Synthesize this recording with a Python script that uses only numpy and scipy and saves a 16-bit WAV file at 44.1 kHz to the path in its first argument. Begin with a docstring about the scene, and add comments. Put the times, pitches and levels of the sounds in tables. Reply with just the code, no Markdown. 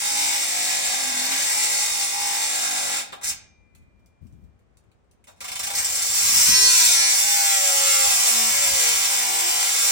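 """Power saw on a steel pipe

A small saw cuts a pipe under a parked truck. Its wheel rasps and knocks once a turn and slows as it
bites. It lifts off, grazes the pipe, which rings on, rests among a few light ticks, then spins up,
squeals and bogs down again. Each contact force is filtered by the resonances of the steel.
The underbody and the concrete scatter the sound; a light draught rumbles on the microphone."""
import sys
import numpy as np
from scipy import signal
from scipy.fft import rfft, irfft, next_fast_len
from scipy.io import wavfile
from scipy.ndimage import uniform_filter1d

SR = 44100
rng = np.random.default_rng(int(sys.argv[2]) if len(sys.argv) > 2 else 0)


def materialize(psi):
    """Save the field psi as 16-bit PCM at rate SR to the path in sys.argv[1].

    A 1-D psi becomes a single channel; in a 2-D psi each row is a channel.
    """
    bounded = np.clip(np.atleast_2d(psi).T, -1, 1)
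    quanta = np.round(bounded * 32767).astype(np.int16)
    wavfile.write(sys.argv[1], SR, quanta)


N = 437031
T = np.arange(N) / SR
TOP_HZ = 15900  # band limit

# broad spectra of the three contact sounds: frequency_hz, density_db
RASP_SPECTRUM = [(1500, -31.5), (3000, -20), (4000, -15), (5000, -4.5), (5900, -6), (6700, -3), (7500, -1),
                 (8900, -7.5), (9700, -2), (10500, -14), (13000, -10.5), (15500, -13)]
CHATTER_SPECTRUM = [(600, -43.5), (1000, -10.5), (1400, -10.5), (1800, -11.5), (2300, -3), (2800, -6.5),
                    (3300, -7), (3700, -8.5), (4400, -9), (6500, -28)]
KNOCK_SPECTRUM = [(60, -33.5), (170, -21), (270, -19), (400, -18.5), (560, -9.5), (800, -1.5), (950, -9),
                  (1100, -10.5), (1400, -9.5), (2500, -49.5)]
# resonances of pipe and wheel, and of the pipe wall (first cut, grazes): centre_hz, width_hz, level_db
FIRST_STEEL_MODES = [(4180, 45, -3), (4398, 35, 2.5), (5297, 45, 3), (5445, 75, 3), (5830, 150, -2),
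                     (6215, 100, 1), (7070, 60, 1), (7400, 70, 1), (7535, 50, 2), (8290, 190, 0),
                     (9400, 90, -1.5), (9750, 110, -4)]
FIRST_WALL_MODES = [(1385, 36, -6), (1650, 70, -.5), (1950, 130, -4), (2220, 130, -2.5), (2465, 24, 1.5),
                    (2868, 15, -1), (3700, 190, -2), (3860, 23, -2)]
# when the wheel is in the pipe: start_s, stop_s
FIRST_SPAN = (0, 2.994)
SECOND_SPAN = (5.405, 9.91)


def cut(speed, swell, span, steel, wall, body, steel_db, wall_db, body_db,
        rasp_db, chatter_db, knock_db, motor_db):
    """Forced vibration: chips rasp the steel, the rim chatters, a high spot knocks once a turn."""
    # part of the rasp's power that drives the squeal: time_s, share
    squeal_shares = [(6.42, 0), (6.53, .92), (6.68, .9), (6.78, .45), (6.92, .35), (6.99, .88), (7.08, .85),
                     (7.16, 0)]
    # motor and cooling fan shaking the pipe: shaft_multiple, level_db
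    motor_orders = [(3, -11), (4, -11), (5, -6), (6, 0), (7, -4), (8, -4), (9, -8), (10, -8), (12, -6)]
    start, stop = span
    turns = np.cumsum(speed) / SR  # speed is in turns per second
    turns -= np.interp(start, T, turns)
    contact = (T >= start) * amp(-330 * np.clip(T - stop, 0, 1))
    hopping = np.clip((40 - speed) / 13, 0, 1)  # a slow wheel hops on the pipe
    seated = load(speed) * (1 - hopping)
    # speed and load set the levels, and how much repeats from turn to turn
    octaves = np.log2(speed / 60)
    steady = np.clip(seated * (.77 + .14 * octaves), 0, 1)
    rasp_swell_db, shake_swell_db = curves(swell)
    rasp = contact * amp(rasp_swell_db + 5 * octaves)
    chatter = contact * amp(shake_swell_db + 4 * octaves + 5 * (1 - seated) + hand_db())
    knock = contact * amp(shake_swell_db - 1.3 * octaves - 2 * (1 - seated) + hand_db())
    # the bite is hardest at the start of each turn
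    hop_db = 3.5 + 15 * hopping
    bite = amp(hop_db * (1 - turns % 1) - 7 * hopping + .74 * wobble(35))
    edge, chips = rim(turns), grit(spiky_db=1.5)
    blows = high_spot(turns, scatter_s=15e-6, uneven_db=.5)
    # the lower the band, the more of it repeats
    scraping = blend(abrasive(turns, speed), grit(spiky_db=3), .7 * steady ** 2)
    hiss = sliding_resonances(rasp * bite * scraping, RASP_SPECTRUM, steel, steel_db)
    clatter = coloured(chatter * bite * blend(edge, chips, steady ** 2), CHATTER_SPECTRUM, wall, wall_db)
    pounding = blend(blows, bite * chips, 1 - (1 - steady) ** 2)
    thud = coloured(knock * pounding, KNOCK_SPECTRUM, body, body_db)
    honk = honks(contact * blend(blows, chips, 1 - (1 - steady) ** 3))
    singing = curves(squeal_shares)[0] * (T < stop)
    hiss = hiss * np.sqrt(1 - singing) + squeal(turns, rasp * np.sqrt(singing), speed)
    drone = coloured(knock * steady * shaft_tones(turns, motor_orders), KNOCK_SPECTRUM, body, body_db)
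    return (amp(rasp_db) * hiss + amp(chatter_db) * clatter + amp(knock_db) * thud
            + amp(motor_db) * drone + honk)


def soft_start(speed, crawl_hz=26.8, ramp_start_s=5.66, octaves_per_s=2.75):
    """Exponential run-up: the motor crawls, then climbs to the speed that the cut allows."""
    return np.minimum(speed, crawl_hz * 2 ** (octaves_per_s * np.maximum(T - ramp_start_s, 0)))


def load(speed, free_octaves_per_s=2.7):
    """Cutting load, 0-1: a wheel gathers speed only when it is let off."""
    climb = uniform_filter1d(np.gradient(np.log2(speed)) * SR, size=SR // 8)
    return np.exp(-(np.maximum(climb, 0) / free_octaves_per_s) ** 2)


def hand_db():
    """Amplitude modulation: an unsteady hand makes the level waver."""
    return .6 * wobble(8)


def rim(turns, lowest_order=2, count=115, size=8192):
    """Periodic excitation: the edge's bumps recur each turn; rocking trades one flank for the other."""
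    harmonics = np.pad(np.exp(2j * np.pi * rng.random((2, count))), ((0, 0), (lowest_order, 0)))
    inner, outer = irfft(harmonics, size)[:, (turns % 1 * (size - 1)).astype(int)]
    lean = .82 * wobble(3)
    return unit(np.cos(lean) * inner + np.sin(lean) * outer)


def abrasive(turns, speed, count=100):
    """Surface roughness: four grades of grit give a flat spectrum; the finest is heard at low speed."""
    grades = (np.clip((TOP_HZ + 1000 - order * speed) / 1000, 0, 1) * rim(turns, order, count)
              for order in range(0, 4 * count, count))
    return sum(grades) * np.sqrt(2 * count * speed / SR)


def grit(spiky_db):
    """Random excitation: countless tiny chips of uneven size add up to noise."""
    return unit(rng.standard_normal(N) * amp(spiky_db * wobble(2500)))


def high_spot(turns, scatter_s, uneven_db):
    """Impulse train: one blow for each turn of the wheel, at even mean power."""
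    times = np.interp(np.arange(1, int(turns[-1])), turns, T)
    jitter = rng.standard_normal((len(times), 2))
    strength = np.sqrt(np.gradient(times) * SR) * amp(uneven_db * jitter[:, 0])
    place = (times + scatter_s * jitter[:, 1]) * SR
    taps = place.astype(int)[:, None] + np.arange(-7, 9)
    pulses = strength[:, None] * np.sinc(taps - place[:, None])  # blows fall between samples
    return np.bincount(np.clip(taps, 0, N).ravel(), pulses.ravel(), N + 1)[:N]


def sliding_resonances(x, spectrum, modes, modes_db, slide=.0035):
    """Changing boundary conditions: slot and grip shift the steel's resonances up and down a little."""
    low, high = (coloured(x, spectrum, [(hz * ratio, width, db) for hz, width, db in modes], modes_db)
                 for ratio in (1 - slide, 1 + slide))
    lean = .5 + .5 * np.tanh(1.5 * wobble(5))
    return lean * high + (1 - lean) * low


def squeal(turns, force, speed):
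    """Friction-driven resonance: the racing rim squeals in the slot; at top speed it also screeches."""
    # broad spectrum of the squeal: frequency_hz, density_db
    spectrum = [(1200, -23), (2200, -17), (3300, -15), (4200, -11), (4900, -12), (5600, -5), (6700, -10),
                (7400, -5), (9300, -8), (12000, -17)]
    # steel resonances that it excites: centre_hz, width_hz, level_db
    modes = [(4010, 45, -5), (4400, 55, -5), (5420, 70, 4), (5830, 80, 2), (6200, 90, 0), (7110, 65, 4)]
    # the rim's strongest tones: shaft_multiple, level_db
    screech_orders = [(31, -5), (34, -3), (42, 0), (45, 1), (47, -1), (48, -2), (54, -1), (55, -1)]
    if not force.any():
        return 0
    racing = np.clip((speed - 117) / 11, 0, 1)
    singing = coloured(force * rim(turns), spectrum, modes)
    screech = force * racing * shaft_tones(turns, screech_orders)
    return amp(-.3) * singing + amp(-6) * screech


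def shaft_tones(turns, orders):
    """Rotational harmonics: tones locked to the shaft, each swelling and fading on its own."""
    angle = (2 * np.pi * (turns % 1)).astype(np.float32)
    return unit(sum(amp(db + 2.1 * wobble(4)) * np.sin(round(order) * angle) for order, db in orders))


def honks(drive, edge_s=.036):
    """Band-pass resonance: for a spell during the cut, one band of the pipe's sound swells and honks."""
    # spells in which one band swells: start_s, length_s, level_db, centre_hz, width_hz
    spells = [(0, .37, -38.5, 820, 90), (.1, .33, -52, 300, 110), (.5, .5, -44, 735, 120),
              (.95, .45, -55, 255, 30), (1.15, .3, -39, 4410, 130), (1.42, .52, -40.5, 825, 80),
              (1.45, .4, -40, 2000, 350), (1.95, .15, -44, 780, 120), (2.12, .33, -36, 825, 120),
              (2.52, .3, -44, 730, 170), (6.7, .25, -38, 1700, 450), (6.73, .22, -30.5, 3800, 600),
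              (7.2, .22, -38, 1570, 130), (7.25, .85, -36.5, 770, 80), (7.55, .5, -43, 560, 70),
              (7.65, .4, -37.5, 1385, 90), (8.05, .4, -42, 700, 120), (8.2, .27, -36.5, 2290, 200),
              (8.28, .26, -57, 228, 30), (8.52, .3, -44, 570, 70), (8.8, .2, -39, 2300, 160),
              (9.1, .52, -41.5, 770, 130), (9.26, .22, -51, 345, 30)]
    out = np.zeros(N)
    for start, length, db, hz, width_hz in spells:
        part = slice(max(int((start - .1) * SR), 0), int((start + length + .2) * SR))
        envelope = np.clip(np.minimum(T[part] - start, start + length - T[part]) / edge_s + .5, 0, 1)
        b, a = signal.iirpeak(hz, hz / width_hz, SR)
        ring = signal.lfilter(b, a, signal.lfilter(b, a, envelope * drive[part]))
        out[part] += amp(db) * np.sqrt(2 * SR / (np.pi * width_hz)) * ring
    return out


def grazes(rise_s=.0015):
    """Transient excitation: the wheel catches the pipe; the briefer the catch, the quicker it fades."""
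    # catches of the wheel: start_s, length_s, rasp_db, chatter_db, knock_db
    catches = [(1.317, 0.0012, -23, -22, -62), (3.121, 0.0076, -46, -38.5, -37),
               (3.211, 0.018, -45, -46, -48), (3.231, 0.036, -27, -35.5, -50),
               (3.278, 0.012, -25, -38, -50), (3.295, 0.013, -44, -37.5, -55),
               (5.269, 0.019, -53.5, -55.5, -51), (5.36, 0.022, -68, -69, -74),
               (5.59, 0.0066, -32, -48, -60), (5.634, 0.0064, -27.5, -37, -61),
               (5.749, .004, -22, -38, -64), (5.778, 0.0091, -23.5, -33, -64),
               (5.845, 0.0012, -17, -27, -62), (5.954, .002, -24, -44, -62), (6.02, 0.0022, -20, -37, -62),
               (6.81, .002, -23, -24.5, -50)]
    power, t = np.zeros((3, N)), T[:SR // 4]
    for start, length, *levels_db in catches:
        fall_db_per_s = 400 * (1 + .004 / length)
        shape = np.clip(t / rise_s, 0, 1) * amp(-fall_db_per_s * np.maximum(t - length, 0))
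        power[:, round(start * SR):][:, :len(t)] += (amp(levels_db)[:, None] * shape) ** 2
    rasp, chatter, knock = np.sqrt(power) * grit(spiky_db=4)
    return (coloured(rasp, RASP_SPECTRUM, FIRST_STEEL_MODES)
            + coloured(chatter, CHATTER_SPECTRUM, FIRST_WALL_MODES) + coloured(knock, KNOCK_SPECTRUM))


def ringing(drive):
    """Free vibration: the pipe's lightly damped modes store the scraping's energy and ring on."""
    # modes of the pipe: pitch_hz, level_db, t60_s
    modes = [(1647, -39, 1.2), (2040, -40, 4), (2315, -36, 1), (2385, -32.5, 3.3), (2466, -30, 1.9),
             (3655, -25.5, .7), (4404, -24, .3), (4619, -22, .45), (5389, -30, .33), (6266, -26, .48),
             (7601, -24, .45), (8540, -26, .35)]
    t = T[:2 * SR]
    response = sum(amp(db - 60 * t / t60) * np.sin(2 * np.pi * hz * t) / np.sqrt(t60 * SR)
                   for hz, db, t60 in modes)
    return amp(3) * signal.oaconvolve(drive, response)[:N]


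def ticks():
    """Impact noise: shifting the tool makes small dry contacts, each with a short scrape."""
    # contacts: start_s, level_db, body_relative_db
    contacts = [(3.7497, -42.5, -13), (3.7798, -56.5, -21), (3.8214, -61, -9), (3.9948, -63.5, -11.5),
                (4.06, -48, -24), (4.2682, -53, -15.5), (4.3244, -58, -17), (4.4404, -60.5, -12.5),
                (4.5914, -61, -9), (4.7704, -46.5, -23), (4.8384, -63, -6), (4.9157, -59, -1),
                (5.0434, -70.5, -10), (5.1118, -49.5, -22), (5.1344, -65, -9), (5.241, -44, -12)]
    # bright spectrum of a contact: frequency_hz, density_db
    tip_spectrum = [(800, -27), (2500, -6), (4500, -2), (8000, 2), (10000, 2), (15000, -8)]
    tip, body = np.zeros((2, N))
    t = T[:SR // 8]
    decay = amp(-60 * t / .014) + .15 * amp(-60 * t / .05)
    for start, db, body_db in contacts:
        tick = amp(db) * decay * rng.standard_normal(len(t))
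        tip[round(start * SR):][:len(t)] += amp(-4.5) * tick
        body[round(start * SR):][:len(t)] += amp(body_db) * tick
    return coloured(tip, tip_spectrum) + coloured(body, CHATTER_SPECTRUM)


def reflections(x, direct_db, underbody_db, underbody_t60_s, garage_db):
    """Scattering and reverberation: dense early echoes off the underbody, then the garage's tail."""
    # reverberation time of the garage: frequency_hz, t60_s
    garage_decay = [(200, 0.89), (1500, 0.45), (5000, 0.39), (9000, 0.24), (15000, 0.15)]
    t = T[:SR // 2]
    scatter = rng.standard_normal((2, len(t))) * amp(-60 * t / underbody_t60_s)
    near = amp(underbody_db) * scatter / np.linalg.norm(scatter[0])
    near[[0, 1], [0, 22]] += amp(direct_db)  # the left port hears the saw 22 samples sooner
    # the many near paths smear the phase but leave the colour even
    response = rfft(near)
    colour = np.sqrt(uniform_filter1d(abs(response) ** 2, size=12, axis=1))
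    near = irfft(response / colour)[:, :len(t) // 2]
    out = signal.oaconvolve(x[None], near, axes=1)[:, :N]
    # the far field is diffuse: its paths keep trading strength
    hz, frame_s, noise = signal.stft(rng.standard_normal((2, 2, len(t))), SR, nperseg=256)
    decay = amp(-60 * frame_s / along(garage_decay, hz)[:, None])
    tails = signal.istft(noise * decay, SR, nperseg=256)[1]
    drift = 2 * np.pi * T + wobble(3)
    for tail, weight in zip(tails, [np.cos(drift), np.sin(drift)]):
        far = signal.oaconvolve((x * weight)[None], tail / np.linalg.norm(tail[0]), axes=1)
        out += amp(garage_db) * far[:, :N]
    return out


def draught(calm_db=-68, stirred_db=-70.5, rise_s=.0076, fall_db_per_s=136):
    """Incoherent addition: calm air, air stirred by the saw and puffs sum in power to a level in dB."""
    # puffs of air on the microphone: start_s, length_s, level_db
    puffs = [(3.24, 0.16, -59), (3.7, 0.35, -61), (4.21, 0.25, -55.5), (5.5, 0.83, -59.5),
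             (6.2, 0.79, -54.5), (6.32, 0.065, -50), (6.48, 0.016, -44), (8.0, 0.13, -58.5),
             (8.5, 0.44, -57.5)]
    stirred = [(start, stop - start, stirred_db) for start, stop in (FIRST_SPAN, SECOND_SPAN)]
    power = amp(calm_db) ** 2
    for start, length, db in puffs + stirred:
        onset = np.clip((T - start) / rise_s, 0, 1)
        power = power + onset * amp(db - fall_db_per_s * np.maximum(T - start - length, 0)) ** 2
    return 10 * np.log10(power)


def background():
    """Turbulence: air buffets each microphone port on its own, brighter when stronger, over a hush."""
    # spectra of the draught's rumble, its gusts and the even hush: frequency_hz, density_db
    rumble = [(20, -26.5), (35, -22.5), (55, -2.5), (85, -4), (130, -10.5), (220, -16.5), (350, -29),
              (800, -65)]
    gust = [(50, -23), (110, -5.5), (200, 4), (300, -6), (600, -42)]
    hush = [(88, -38), (150, -1), (500, -3.5), (595, -5.5), (1910, -16.5), (4140, -27.5), (8490, -31.5),
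            (9920, -37.5), (11600, -48.5), (15500, -44)]
    draught_db = draught()
    gust_db = -58 + 1.9 * (draught_db + 52.5)
    noise = lambda spectrum, db: amp(db) * coloured(rng.standard_normal(N), spectrum)
    buffet = lambda: amp(3.2 * wobble(27)) * (noise(rumble, draught_db) + noise(gust, gust_db))
    left = amp(6) * buffet() + noise(hush, -66.5)
    right = amp(.5) * buffet() + noise(hush, -67.5)
    return np.array([left, right])


def coloured(x, spectrum, modes=(), modes_db=0, size=8192):
    """Minimum-phase filter: a broad spectrum with resonances on top; white noise keeps its level."""
    hz = np.fft.rfftfreq(size, 1 / SR)
    power = amp(along(spectrum, hz)) ** 2
    for centre, width, db in modes:
        power = power + amp(db + modes_db) ** 2 / (1 + ((hz - centre) / width) ** 2) ** 2
    cepstrum = irfft(np.log(power / power.mean() + 1e-12) / 2)
    causal_fold = 1 + np.sign(size // 2 - np.arange(size))
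    causal_fold[0] = 1
    return signal.oaconvolve(x, irfft(np.exp(rfft(cepstrum * causal_fold))))[:N]


def blend(regular, loose, share):
    """Equal-power mix, with the given share of the power in the regular signal."""
    return np.sqrt(share) * regular + np.sqrt(1 - share) * loose


def wobble(knots_per_s):
    """Random modulation: straight lines between random knots, at unit RMS."""
    knots = rng.standard_normal(int(N * knots_per_s / SR) + 2)
    return unit(np.interp(T * knots_per_s, np.arange(len(knots)), knots))


def curves(rows):
    """Interpolation in time: one value per sample for each column after the first."""
    times, *columns = np.transpose(rows)
    return np.array([np.interp(T, times, column) for column in columns])


def along(points, hz):
    """Interpolation of (frequency_hz, value) points on a log frequency axis."""
    point_hz, values = np.transpose(points)
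    return np.interp(np.log(hz + 1), np.log(point_hz + 1), values)


def amp(db):
    """Decibels to amplitude."""
    return np.exp(np.asarray(db) * (np.log(10) / 20))


def unit(x):
    """Normalisation to unit RMS."""
    return x / np.sqrt(np.mean(x ** 2) + 1e-20)


def scene():
    """Superposition: two cuts with grazes and ticks between them, heard from beside the truck."""
    # wheel speed, sagging as the wheel bites: time_s, turns_per_s
    first_speed = [(0, 60.3), (.17, 58.5), (.27, 58.4), (.37, 56.8), (.52, 50.2), (.62, 50.9), (.72, 48.5),
                   (.84, 47.8), (1.12, 41.3), (1.21, 41.6), (1.29, 44.9), (1.37, 44.5), (1.53, 59.3),
                   (1.6, 60), (1.82, 54.8), (1.9, 54.8), (2.07, 52.3), (2.15, 54), (2.42, 53.6),
                   (2.8, 48.2), (3.0, 44.5)]
    second_speed = [(6.48, 128), (6.57, 130), (6.67, 129.2), (6.82, 122.7), (6.92, 115), (7.0, 112.7),
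                    (7.1, 113.2), (7.2, 101.5), (7.28, 102.3), (7.62, 95.5), (7.7, 92.9), (8.02, 89.6),
                    (8.33, 76), (8.45, 75.3), (8.8, 67), (9.04, 64.7), (9.15, 59.5), (9.37, 57),
                    (9.47, 59.2), (9.6, 59), (9.7, 65), (9.82, 80.5)]
    # slow swells on top of what the speed gives: time_s, rasp_db, chatter_and_knock_db
    first_swell = [(0, -3, -0.5), (.22, -0.5, 1), (0.499, -0.5, 0), (1.1, -0.5, 2), (1.65, 0.5, 1),
                   (2.3, -2, -1.5), (2.6, -1.5, 0.5), (3.0, -2.5, 2)]
    second_swell = [(5.405, -15.5, -11.5), (5.7, -5.5, -5.5), (6.0, -2, -4.5), (6.519, 1.5, -0.5),
                    (6.87, 1.5, 0.5), (7.08, -2, -1), (7.6, -1, 0.5), (8.28, 0.5, 1.5), (8.55, 0, 1),
                    (8.9, 0, 1), (9.91, -1, -1)]
    # low resonances of the pipe and its hangers: centre_hz, width_hz, level_db
    first_body = [(195, 13, -12.5), (247.3, 51, -13.5), (573, 20, -3), (713, 46, -3), (820, 41, 4),
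                  (1047, 58, -8.5)]
    second_body = [(224.7, 13, -10.5), (344, 4.4, -8), (469, 20, -6), (552.5, 10.6, 3.5), (711, 14, 4.5),
                   (790, 45, 2), (1000, 49, -3), (1136, 38, -1)]
    # resonances of pipe and wheel, and of the pipe wall: centre_hz, width_hz, level_db
    second_steel = [(4400, 55, -2), (5400, 90, 3.5), (5790, 120, 3), (6230, 90, 2), (7108, 40, 8),
                    (7365, 60, 4), (7540, 70, 4), (8400, 170, 1.5), (9340, 110, 0), (9850, 110, -1),
                    (14000, 2200, -7.5)]
    second_wall = [(1378, 24, -2), (1645, 60, -2.5), (1940, 38, -2), (2270, 170, -1), (2865, 22, 0),
                   (3080, 65, -1), (3558, 22, 5), (4018, 25, 4)]
    first = cut(curves(first_speed)[0], first_swell, FIRST_SPAN,
                FIRST_STEEL_MODES, FIRST_WALL_MODES, first_body, steel_db=-1.5, wall_db=.5, body_db=-.5,
                rasp_db=-23.5, chatter_db=-36, knock_db=-40, motor_db=-52.5)
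    second = cut(soft_start(curves(second_speed)[0]), second_swell, SECOND_SPAN,
                 second_steel, second_wall, second_body, steel_db=-2.5, wall_db=-1, body_db=-3,
                 rasp_db=-22, chatter_db=-34, knock_db=-39, motor_db=-53.5)
    saw = first + second + amp(3) * grazes()
    sources = saw + ringing(saw) + amp(1.5) * ticks()
    heard = reflections(sources, direct_db=-5, underbody_db=-1.5, underbody_t60_s=.097, garage_db=-8.5)
    return heard + background()


def record(dry):
    """Filtering and saturation: the ports absorb a treble band, peaks are rounded, the top is cut."""
    size, headroom = next_fast_len(N + SR // 2), .85
    hz = np.fft.rfftfreq(size, 1 / SR)
    port_db = -24 * np.exp(-((hz - 11400) / 850) ** 2)
    low_pass = 1 / np.sqrt(1 + (hz / TOP_HZ) ** 200)
    heard = irfft(rfft(dry, size) * amp(port_db), size)
    rounded = heard / (1 + (heard / headroom) ** 6) ** (1 / 6)
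    return irfft(rfft(rounded) * low_pass, size)[:, :N]


dry = scene()
out = record(dry)
materialize(out)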